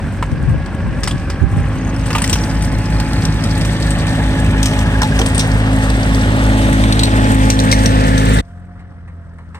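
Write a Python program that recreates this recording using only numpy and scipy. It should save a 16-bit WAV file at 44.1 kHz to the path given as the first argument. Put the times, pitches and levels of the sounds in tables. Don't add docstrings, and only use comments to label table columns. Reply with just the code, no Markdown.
import sys
import numpy as np
from scipy import signal
from scipy.fft import rfft, irfft, next_fast_len
from scipy.io import wavfile
from scipy.ndimage import uniform_filter1d, map_coordinates

SR = 44100
rng = np.random.default_rng(int(sys.argv[2]) if len(sys.argv) > 2 else 0)


def output_pcm(signal):
    pcm = np.clip(np.atleast_2d(signal).T, -1, 1) * 32767
    wavfile.write(sys.argv[1], SR, np.round(pcm).astype(np.int16))


N = 422911
T = np.arange(N) / SR
CUT_S = 8.415

START_M, VELOCITY_M_PER_S = (0.42, 14.94), (0.29, -1.551)
BLOWER_LEAD_S = 0.41
PAIR_M, FAR_LEFT = 0.1994, -0.2
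# [pitch_hz, share]
COMMON_SHARE = [(50, 0.62), (100, 0.98), (500, 0.92), (1500, 0.72), (4000, 0.39), (9000, 0.16)]
# [pitch_hz, difference_db]
SHADOW = [(1000, 0), (3000, -1.5), (5000, 1), (8500, 6), (13000, 1)]

# [time_s, firing_rate_hz]
FIRING_RATE = [(0, 47.97), (.6, 48.88), (1.4, 48.83), (1.75, 51.84), (2.0, 53.43), (4, 52.95), (6.5, 53.35),
               (8.41, 53.02), (8.42, 43.1), (8.67, 44.45), (8.87, 44.28), (9.12, 42.5), (9.59, 41.94)]
LOADED_HZ, REV_DB_PER_HZ = 47.92, 0.6034
EXHAUST_DB, ROAR_DB = (-25, -37), (-31, -47.5)
ROAR_SPREAD = 0.92
# [multiple_of_four_stroke_cycle, near_db, far_db]
PARTIALS = [(3, 1.5, 0), (4, -43, -11), (5, -21.5, -36), (6, -1, 3.5), (8, -29.5, -29), (9, -6.5, -9.5),
            (10, -16, -34), (12, -6.5, -5), (13, -14, -39), (15, -2.5, -15), (18, -12, -16.5),
            (26, -23, -34), (30, -18, -47), (32, -18.5, -42)]
# [time_s, pipe_ring_db, gear_whine_db, third_firing_order_db]
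RING = [(0, -4, -50.5, 2.5), (1.2, -9.5, -44, -1.5), (1.5, -5.5, -36, 1), (1.8, -4, -44, -1.5),
        (2.2, -3.5, -36, 1), (3, -4, -34, 3), (3.9, -2.5, -40.5, 4.5), (4.3, -1.5, -31.5, 3),
        (5.5, -2.5, -34, 0.5), (6.8, -1, -34, -13.5), (7.5, 0, -26.5, -1.5), (8.4, -4, -30, 1),
        (8.42, 2.5, -53, -1), (8.67, 3, -49.5, 4), (9.12, 1.5, -59, -5.5), (9.59, 3, -62.5, -0.5)]
# [time_s, multiple_18_db, multiple_26_db, multiple_30_db, multiple_32_db]
UPPER = [(4.5, 2.5, 2, -3.5, 0), (5.35, -10, 1, 2, 0), (6.8, 3, -4, -0.5, 4), (7.4, -1, -3, 5, -1),
         (8.2, -9, 7.5, 4, -2)]
UPPER_ORDERS = (18, 26, 30, 32)
# [multiple_of_firing_rate, level_db]
WHINE = [(16, -0.5), (32, -6.5), (34, -7.5)]
# [time_s, second_partial_hz, level_db]
PUMP = [(0, 1108, -54), (.5, 1092, -44.5), (1.2, 1120, -44.5), (1.7, 1126, -53)]

# [pitch_hz, density_db_per_hz]
ROAR_START = [(18, -32.5), (30, -8), (78, 0), (226, -8.5), (393, -20), (479, -27), (547, -21), (683, -26),
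              (763, -25.5), (1390, -29), (1620, -26.5), (1980, -31.5), (2470, -32.5), (3680, -44.5),
              (6000, -47.5)]
ROAR_NEAR = [(18, -26), (30, -16), (70, -14.5), (109, -8), (162, -10.5), (263, -12), (315, -28.5),
             (367, -19), (560, -20.5), (683, -20.5), (853, -23), (1110, -25.5), (1850, -23.5),
             (2260, -30.5), (3600, -32), (6000, -46)]
ROAR_FAR = [(18, -54.5), (30, -18), (67, -4), (91, -3), (130, -17), (181, -17), (216, -30), (263, -19),
            (401, -31), (524, -24.5), (834, -31), (1390, -26.5), (1850, -30.5), (2360, -43), (6000, -54)]
# [pitch_hz, share]
REPEATS = [(330, 0.0058), (480, 0.21), (560, 0.21), (900, 0.2), (2000, 0.26), (4000, 0.091)]

BLADES_PER_FIRING, AUGER_PER_FIRING = .5508, .0433
# [multiple_of_blade_rate, level_db, partner_db]
BLADES = [(2, -3, -6.5), (3, -6.5, -6)]
# [time_s, level_db]
FAN = [(0, -28), (2, -25.5), (4, -22), (6, -23.5), (7.4, -28.5), (8.41, -32), (8.42, -60.5)]

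# [pitch_hz, density_db_per_hz]
SPRAY = [(880, -28.5), (1500, -11.5), (1760, 1), (2700, -9), (3990, -9.5), (4770, -4.5), (5710, -7),
         (7040, -15), (8340, -6.5), (9220, -9.5), (10700, -43), (11800, -22.5), (13500, -22),
         (15200, -28.5), (16300, -42.5)]
# [time_s, level_db]
SNOW = [(0, -42.5), (.52, -47.5), (1.95, -39.5), (2.27, -32.5), (2.9, -35.5), (3.63, -31), (4.38, -32),
        (5.83, -30.5), (6.86, -27), (8.41, -24.5), (8.417, -57), (8.83, -68.5), (9.59, -64)]
# [start_s, end_s, from_hz, to_hz, top_db]
SWEEPS = [(2.8, 5.6, 5600, 2510, 7.5), (6.3, 8.0, 4200, 2000, 2.5)]
SWEEP_OCTAVES = .3

# [pitch_hz, density_db_per_hz]
BUFFET = [(24, -33), (40, -3), (70, -7.5), (124, -2), (236, -20.5), (274, -14.5), (459, -33), (500, -17.5),
          (650, -70)]
BREEZE_DB, BREEZE_FAR_DB = -29.5, -39
# [centre_s, half_length_s, level_db, left_minus_right_db]
GUSTS = [(0.337, 0.013, -7.5, 13), (0.443, 0.069, -11, 9.5), (0.536, 0.053, -12, 10),
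         (0.948, 0.12, -20, 14), (1.148, 0.01, -15, 15), (1.447, 0.026, -9, -19), (1.58, 0.081, -13.5, -6)]

# [start_s, chute_db, housing_db, brightest_hz, near_length_s]
CRACKS = [(0.2252, -33, -14, 2720, 0.006), (0.66, -38.5, -34, 4500, 0.0051),
          (1.0326, -23, -21.5, 5300, 0.0095), (1.074, -21, -18, 5030, 0.0061),
          (1.0784, -23.5, -26, 8550, 0.0065), (1.11, -27.5, -33, 3400, 0.0052),
          (1.299, -30, -26, 5000, 0.0092), (2.059, -31, -42, 8400, 0.014), (2.105, -27, -17, 2600, .006),
          (2.129, -25, -23, 5030, 0.0054), (2.149, -27.5, -11.5, 2930, 0.015),
          (2.181, -26.5, -21, 2550, 0.0092), (2.219, -15, -18, 8610, 0.0057),
          (2.2405, -15, -17, 5500, 0.0061), (2.2775, -9, -40, 8000, 0.001),
          (2.2954, -15, -22, 8000, 0.0058), (2.3287, -13, -17.5, 5600, 0.0085),
          (2.355, -30, -19, 2840, 0.0072), (2.623, -23, -45, 8850, 0.0039),
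          (2.999, -23.5, -26, 4600, 0.0063), (3.133, -21, -37, 4500, 0.0025),
          (3.252, -19.5, -43, 5360, 0.0043), (3.437, -27, -24, 5150, 0.0095),
          (3.61, -28, -25, 4980, 0.0099), (3.649, -23.5, -22.5, 5615, 0.0054),
          (3.823, -27, -35, 4500, 0.0056), (3.905, -22, -31, 8200, 0.0063), (3.986, -28, -33, 4400, 0.0063),
          (4.067, -31, -35, 2608, .006), (4.399, -29, -36, 8620, 0.0046), (4.462, -32, -36, 2800, 0.0045),
          (4.629, -14.5, -30, 5960, 0.0052), (4.6573, -14, -32, 5860, 0.0055),
          (4.7895, -20.5, -32, 6000, 0.0041), (5.0178, -14.5, -11, 5600, 0.0042),
          (5.032, -15, -17, 3817, 0.0039), (5.19, -20.5, -16, 5700, 0.0075),
          (5.214, -21.5, -16, 3100, 0.0054), (5.26, -18.5, -25.5, 8350, 0.0075),
          (5.346, -27.5, -32, 8600, 0.015), (5.379, -15.5, -39, 8400, 0.0052),
          (5.393, -15, -34, 5700, 0.0076), (5.405, -21, -24, 4020, 0.0056),
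          (5.901, -21.5, -24, 4760, 0.0029), (6.838, -22.5, -14, 3650, 0.005),
          (6.924, -12, -26, 4000, 0.0044), (6.9925, -11.5, -28, 4000, 0.0048),
          (7.0327, -8.5, -15, 4260, 0.0063), (7.501, -7.5, -14, 5877, 0.0059),
          (7.59, -14.5, -22.5, 3815, 0.004), (7.5992, -16.5, -15, 5790, 0.0055),
          (7.714, -12, -28, 5700, 0.0078), (7.7255, -8, -11, 5700, 0.0047), (7.858, -10, -32, 5740, 0.0041),
          (8.177, -20, -19, 5850, 0.0078), (8.386, -24, -19, 3720, 0.0074),
          (8.793, -62, -43.5, 2660, 0.0061), (9.077, -64, -42.5, 2615, .0058),
          (9.384, -64, -44, 2833, 0.0049), (9.545, -51.5, -33.5, 2710, 0.0074)]
# [pitch_hz, density_db_per_hz]
CRACK = [(290, -42.5), (500, -25.5), (936, 1.5), (1580, -7), (2120, 0), (2480, -4.5), (4020, -5.5),
         (5700, -7.5), (6890, -9), (8330, -4), (9220, -7.5), (10500, -27.5), (12000, -18), (15100, -19.5),
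         (16300, -44.5)]
# [pitch_hz, level_db, width_hz]
HOUSING = [(470, -1, 60.3), (930, 1.5, 190), (1150, -4, 100), (1400, -4.5, 130), (1787, -4, 140),
           (2090, -3.5, 230)]
# [turned_away_hz, facing_hz, level_over_burst_db, width_hz]
CHUTE = [(2590, 2590, -0.5, 150), (3150, 3980, 8.5, 480), (5600, 5860, 4, 250), (8400, 8400, 5, 500)]
CHUTE_FACES_S, CHUTE_TURN_S, CHUTE_EARLY = 5.5, 0.55, 0.41
RISE_SHARE, TAIL_PER_S = .15, 62.5
# [start_s, pitch_hz, peak_db, decay_s]
NOTES = [(0.226, 980, -13, .006), (0.225, 1390, -18, .004), (1.075, 1050, -13.5, 0.005),
         (1.075, 1970, -12, .004), (2.151, 1210, -11, 0.0093), (2.156, 910, -11, .008),
         (2.214, 888, -15.5, .006), (2.241, 1930, -13.5, 0.0052), (5.019, 1020, -11, .006),
         (5.034, 861, -12.5, 0.018), (5.193, 776, -14, 0.01506), (5.2, 373, -15.5, 0.017),
         (5.203, 465, -16.5, 0.031), (6.927, 4100, -5, .003), (6.993, 4020, -10.5, 0.0033),
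         (7.035, 4120, -11.5, .005), (7.717, 5940, -10, .004), (7.719, 4100, -9, 0.0059),
         (7.727, 2130, -3.5, 0.0054), (8.388, 1950, -9.5, .006), (7.859, 5736, -11, 0.0043)]

GRIT_CENTRE_S, GRIT_HALF_SPAN_S, GRIT_PEAK_PER_S = 3.5, 1.45, 170
GRIT_DB, GRIT_HZ, GRIT_DECAY_S = -36.5, (6530, 2420), 0.0017
# [multiple_of_four_stroke_cycle, centre_s, half_length_s, level_db]
SPELLS = [(96, 4.15, .35, -41.5), (102, 4.0, .45, -40.5), (105, 5.36, .2, -37.5), (204, 6.9, 0.43, -43.5)]
# [start_s, peak_db]
KNOCKS = [(3.877, -24), (3.898, -26), (4.045, -23), (4.102, -25), (4.196, -19), (4.386, -23), (4.858, -22),
          (4.951, -16), (5.007, -19), (5.12, -16.5), (5.178, -22)]
KNOCK_HZ, KNOCK_RING_S = (1716, 1630), 0.0037

LOW_CUT_HZ, EDGE_HZ = 43.2, 16430


def amp(db):
    return 10 ** (np.asarray(db) / 20)


def unit(x):
    return x / np.sqrt(np.mean(x ** 2) + 1e-20)


def read(points, hz):
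    f, value = np.transpose(points)
    return np.interp(np.log(hz + 1), np.log(f + 1), value)


def curve(rows, t, axis):
    rows = np.array(rows, float)
    return np.interp(t, rows[:, 0], rows[:, axis])


def drift(rate_hz):
    phases = rng.random(16)
    rates = np.geomspace(rate_hz / 10, rate_hz, len(phases))
    t = T[::64]
    slow = sum(np.sin(2 * np.pi * (f * t + p)) for f, p in zip(rates, phases))
    return np.interp(T, t, unit(slow))


def noise(shape_db, size, patchy_db, like=None, repeating=None):
    hop, hz = size // 4, np.fft.rfftfreq(size, 1 / SR)
    frames = N // hop + 2
    a, b, c, d, patch = rng.standard_normal((frames, len(hz), 5)).T
    patch = unit(uniform_filter1d(uniform_filter1d(patch, 8, 0), 6, 1))
    common = read(COMMON_SHARE, hz) if like is None else like + 0 * hz
    common = np.clip(common, 0, 1)[:, None]
    left = a + 1j * b
    if repeating is not None:
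        share = np.clip(read(REPEATS, hz), 0, 1)[:, None]
        cyclic = signal.stft(repeating, nperseg=size, noverlap=size - hop)[2][:, :frames]
        cyclic = cyclic / np.sqrt(np.mean(abs(cyclic) ** 2, 1, keepdims=True) / 2)
        left = np.sqrt(1 - share) * left + np.sqrt(share) * cyclic
    right = common * left + np.sqrt(1 - common ** 2) * (c + 1j * d)
    gain = amp(shape_db(hz, np.arange(frames) * hop / SR) + patchy_db * patch)
    pair = signal.istft(np.array([left, right]) * gain, nperseg=size, noverlap=size - hop)[1]
    return pair[:, :N] / np.sqrt(size)


def levelled(db, hz, lo_hz, hi_hz):
    band = (hz >= lo_hz) & (hz < hi_hz)
    return db - 10 * np.log10((amp(db[band]) ** 2).sum(0)) + 10 * np.log10(len(hz))


def place(lead_s):
    left, ahead = (start + speed * (T + lead_s) for start, speed in zip(START_M, VELOCITY_M_PER_S))
    metres = np.hypot(left, ahead)
    return metres, np.where(T > CUT_S, FAR_LEFT, left / metres)


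def loudness(levels_db, spread):
    metres = place(0)[0]
    approach_db = spread * 20 * np.log10(metres[0] / metres)
    revs_db = REV_DB_PER_HZ * (curve(FIRING_RATE, T, axis=1) - LOADED_HZ)
    return np.where(T > CUT_S, levels_db[1], levels_db[0] + approach_db + revs_db)


def arrive(pair, lead_s):
    lag = place(lead_s)[1] * PAIR_M / 343 * SR
    return np.array([pair[0], map_coordinates(pair[1], [np.arange(N) - lag], order=3, mode="nearest")])


def exhaust(turns):
    far, ring_db, out = T > CUT_S, curve(RING, T, axis=1), np.zeros(N)
    uneven = turns + .003 * drift(8)
    for k, near_db, far_db in PARTIALS:
        db = np.where(far, far_db, near_db) + 1.1 * drift(5)
        if k > 10:
            db = db + ring_db
        if k == 9:
            db = db + curve(RING, T, axis=3)
        if k in UPPER_ORDERS:
            db = db + ~far * curve(UPPER, T, axis=1 + UPPER_ORDERS.index(k))
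        late = 1.3 * (k > 7) + 6 * rng.random() * (k > 15)
        out -= amp(db) * np.cos(2 * np.pi * k * uneven / 3 + late + .08 * drift(5))
    return amp(loudness(EXHAUST_DB, 1)) * out


def whine(turns):
    far, out = T > CUT_S, 0
    for k, db in WHINE:
        level = amp(db + 2.2 * drift(12) - 15 * far * (k > 16))
        out = out + level * np.sin(2 * np.pi * k * turns + 0.59 * drift(7))
    return np.sqrt(2) * amp(curve(RING, T, axis=2)) * out


def pump():
    phase = np.pi * np.cumsum(curve(PUMP, T, axis=1)) / SR + 1.6 * drift(14)
    tone = amp(3.0) * np.sin(phase) + np.sin(2 * phase) + amp(3.5) * np.sin(3 * phase)
    fade_db = 27 * np.clip(T - 1.7, 0, 3)
    return np.sqrt(2) * amp(curve(PUMP, T, axis=2) - fade_db + 1.6 * drift(12)) * tone


def clatter(turns):
    size = 1024
    along = np.arange(size) / size
    strokes = 1 + 0.42 * np.exp(-(3 * along % 1) / 0.083) + 0.35 * np.exp(-along / 0.026)
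    pattern = rng.standard_normal((16, size)) * strokes
    return map_coordinates(pattern, [T / .8, (turns / 3 % 1) * size], order=1, mode="grid-wrap")


def roar(turns):
    def shape(hz, t):
        close = np.clip((t - 1.2) / 5.14, 0, 1)
        near = np.outer(read(ROAR_START, hz), 1 - close) + np.outer(read(ROAR_NEAR, hz), close)
        db = np.where(t > CUT_S, read(ROAR_FAR, hz)[:, None], near)
        return levelled(db - 40 * (hz > 6000)[:, None], hz, 350, 2500)
    throb = 1 + 0.18 * np.cos(2 * np.pi * (turns - .3)) + 0.1 * np.cos(2 * np.pi * turns / 3)
    rumble = noise(shape, size=1024, patchy_db=1.5, repeating=clatter(turns))
    return amp(loudness(ROAR_DB, ROAR_SPREAD)) * throb * rumble


def fan(turns):
    blade, auger = 2 * np.pi * BLADES_PER_FIRING * turns, 2 * np.pi * AUGER_PER_FIRING * turns
    out = 0
    for (k, db, partner_db), (a, b) in zip(BLADES, 2 * np.pi * rng.random((len(BLADES), 2))):
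        out = out + amp(db) * np.sin(k * blade + a)
        out = out + amp(partner_db) * np.sin(k * blade - auger + b)
    return np.sqrt(2) * amp(curve(FAN, T, axis=1) + drift(3)) * out


def spray():
    def shape(hz, t):
        db = levelled(read(SPRAY, hz)[:, None] - 30 * (hz < 1500)[:, None] + 0 * t, hz, 2500, 10000)
        for start, end, from_hz, to_hz, top_db in SWEEPS:
            along = np.clip((t - start) / (end - start), 0, 1)
            centre_hz = from_hz * (to_hz / from_hz) ** along
            off = np.log2((hz[:, None] + 1) / centre_hz) / SWEEP_OCTAVES
            db = db + top_db * np.sqrt(np.abs(np.sin(np.pi * along))) * np.exp(-off ** 2)
        return db
    hiss, out = noise(shape, size=256, patchy_db=0.5), 0
    for band_hz in [(200, 3500), (3500, 6800), (6800, 20000)]:
        ticks = amp(6.2 * np.minimum(rng.exponential(1, N), 3.5)) * (rng.random(N) < 60 / SR)
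        grains = signal.lfilter([1], [1, -np.exp(-1 / (0.0045 * SR))], ticks)
        band = signal.sosfilt(signal.butter(3, band_hz, "band", fs=SR, output="sos"), hiss)
        out = out + (1 + 0.3 * grains) * band
    return amp(curve(SNOW, T, axis=1) + 1.5 * drift(14)) * out


def wind():
    def shape(hz, t):
        return levelled(read(BUFFET, hz)[:, None] - 40 * (hz > 500)[:, None] + 0 * t, hz, 40, 250)
    level = amp(np.where(T > CUT_S, BREEZE_FAR_DB, BREEZE_DB)) * np.ones((2, 1))
    for s, half_s, db, pan_db in GUSTS:
        sides_db = db + np.array([[pan_db], [-pan_db]]) / 2
        level = level + amp(sides_db) * np.exp(-((T - s) / half_s) ** 2)
    return level * amp(0.78 * drift(9.9)) * noise(shape, size=1024, patchy_db=3.0, like=0.34)


def notes():
    t, out = np.arange(4096) / SR, np.zeros(N + 4096)
    for s, hz, db, decay_s in NOTES:
        at = round(s * SR)
        envelope = (1 - np.exp(-t / .0007)) * np.exp(-t / decay_s)
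        out[at:at + len(t)] += amp(db) * envelope * np.sin(2 * np.pi * hz * t)
    return out[:N]


def cracks():
    size = 4096
    t, hz, out = np.arange(size) / SR, np.fft.rfftfreq(size, 1 / SR), np.zeros((2, N + size))
    draws = rng.standard_normal((len(CRACKS), 3, size))
    modes = sum(amp(db) / (1 + ((hz - f) / width) ** 2) for f, db, width in HOUSING)
    housing = levelled(20 * np.log10(modes), hz, 600, 2500)
    burst = read(CRACK, hz)
    for (s, chute_db, housing_db, ring_hz, length), (a, b, c) in zip(CRACKS, draws):
        source = rfft([a, .6 * a + .8 * b])
        turned = 1 / (1 + np.exp((CHUTE_FACES_S - s) / CHUTE_TURN_S))
        facing = CHUTE_EARLY + (1 - CHUTE_EARLY) * turned
        ringing = 0
        for away_hz, front_hz, db, width in CHUTE:
            mode_hz = away_hz + (front_hz - away_hz) * turned
            ringing = ringing + db / (1 + ((hz - mode_hz) / width) ** 2)
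        bright = 9.2 * np.exp(-(np.log2((hz + 1) / ring_hz) / 0.19) ** 2)
        chute = levelled(burst + facing * ringing + bright, hz, 3300, 9900) - 25 * (hz < 2300)
        rattle = amp(3.7 * unit(uniform_filter1d(c, 90)))
        slow = 3.5 if s > CUT_S else 1
        rise = np.minimum(t / (RISE_SHARE * length), 1)
        snap = np.exp(-(t / max(length * slow, .001)) ** 1.4)
        snap = snap + TAIL_PER_S * length * rattle * np.exp(-t / 0.027)
        in_chute = amp(chute_db) * irfft(source * amp(chute)) * snap
        in_housing = amp(housing_db) * irfft(rfft(a) * amp(housing)) * np.exp(-t / (0.0083 * slow))
        at = round(s * SR)
        same_scene = (s > CUT_S) | (s + t < CUT_S)
        out[:, at:at + size] += rise * (in_chute + in_housing) * same_scene
    return out[:, :N]


def grit():
    count = 10
    t, out = np.arange(512) / SR, np.zeros(N)
    along = (T - GRIT_CENTRE_S) / GRIT_HALF_SPAN_S
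    hits = rng.random(N) < GRIT_PEAK_PER_S * np.exp(-along ** 4) / SR
    size = amp(5.1 * np.minimum(rng.exponential(1, N), 3)) * hits
    kind = np.round(count * (along + 1) / 2 + rng.standard_normal(N))
    kind = np.clip(kind, 0, count - 1)
    for k, hz in enumerate(np.geomspace(*GRIT_HZ, count)):
        envelope = t / (2 * GRIT_DECAY_S) * np.exp(1 - t / GRIT_DECAY_S)
        out += signal.oaconvolve(size * (kind == k), envelope * np.sin(2 * np.pi * hz * t))[:N]
    return amp(GRIT_DB) * out


def spells(turns):
    throb, out = 1 + .6 * np.cos(2 * np.pi * turns), 0
    for k, s, half_s, db in SPELLS:
        level = amp(db + 2.5 * drift(25)) * np.exp(-((T - s) / half_s) ** 4)
        out = out + level * np.sin(2 * np.pi * k * turns / 3 + .6 * drift(9))
    return np.sqrt(2) * throb * out


def knock():
    since, out = np.arange(2048) / SR, np.zeros(N)
    for s, db in KNOCKS:
        hz = np.interp(s, [KNOCKS[0][0], KNOCKS[-1][0]], KNOCK_HZ)
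        at = round(s * SR)
        envelope = since / KNOCK_RING_S * np.exp(1 - since / KNOCK_RING_S)
        out[at:at + len(since)] += amp(db) * envelope * np.sin(2 * np.pi * hz * since)
    return out


def scene():
    turns = np.cumsum(curve(FIRING_RATE, T, axis=1)) / SR
    engine = exhaust(turns) + whine(turns) + pump() + roar(turns) + knock() + spells(turns)
    tractor = arrive(engine + fan(turns), 0)
    blower = arrive(spray() + cracks() + grit() + notes(), BLOWER_LEAD_S)
    size = next_fast_len(N)
    shadow_db = read(SHADOW, np.fft.rfftfreq(size, 1 / SR)) / 2
    shadowed = irfft(rfft(tractor + blower, size) * amp([shadow_db, -shadow_db]), size)[:, :N]
    return (shadowed + wind()) * (1 - np.exp(-((T - CUT_S) / .006) ** 2))


def record(dry):
    dry = signal.sosfiltfilt(signal.butter(5, LOW_CUT_HZ, "high", fs=SR, output="sos"), dry)
    peak_db = 20 * np.log10(np.abs(dry).max(0) + 1e-9)
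    fall_db = T * 48.5
    held_db = np.maximum.accumulate(peak_db + fall_db) - fall_db
    over_db = np.maximum(held_db + 1.5, 0)
    ducked = dry / amp(0.62 * uniform_filter1d(over_db, 60))
    band_limit = signal.firwin(511, EDGE_HZ, window=("kaiser", 9), fs=SR)
    return signal.oaconvolve(np.clip(ducked, -1, 1), band_limit[None], "same")


dry = scene()
out = record(dry)
output_pcm(out)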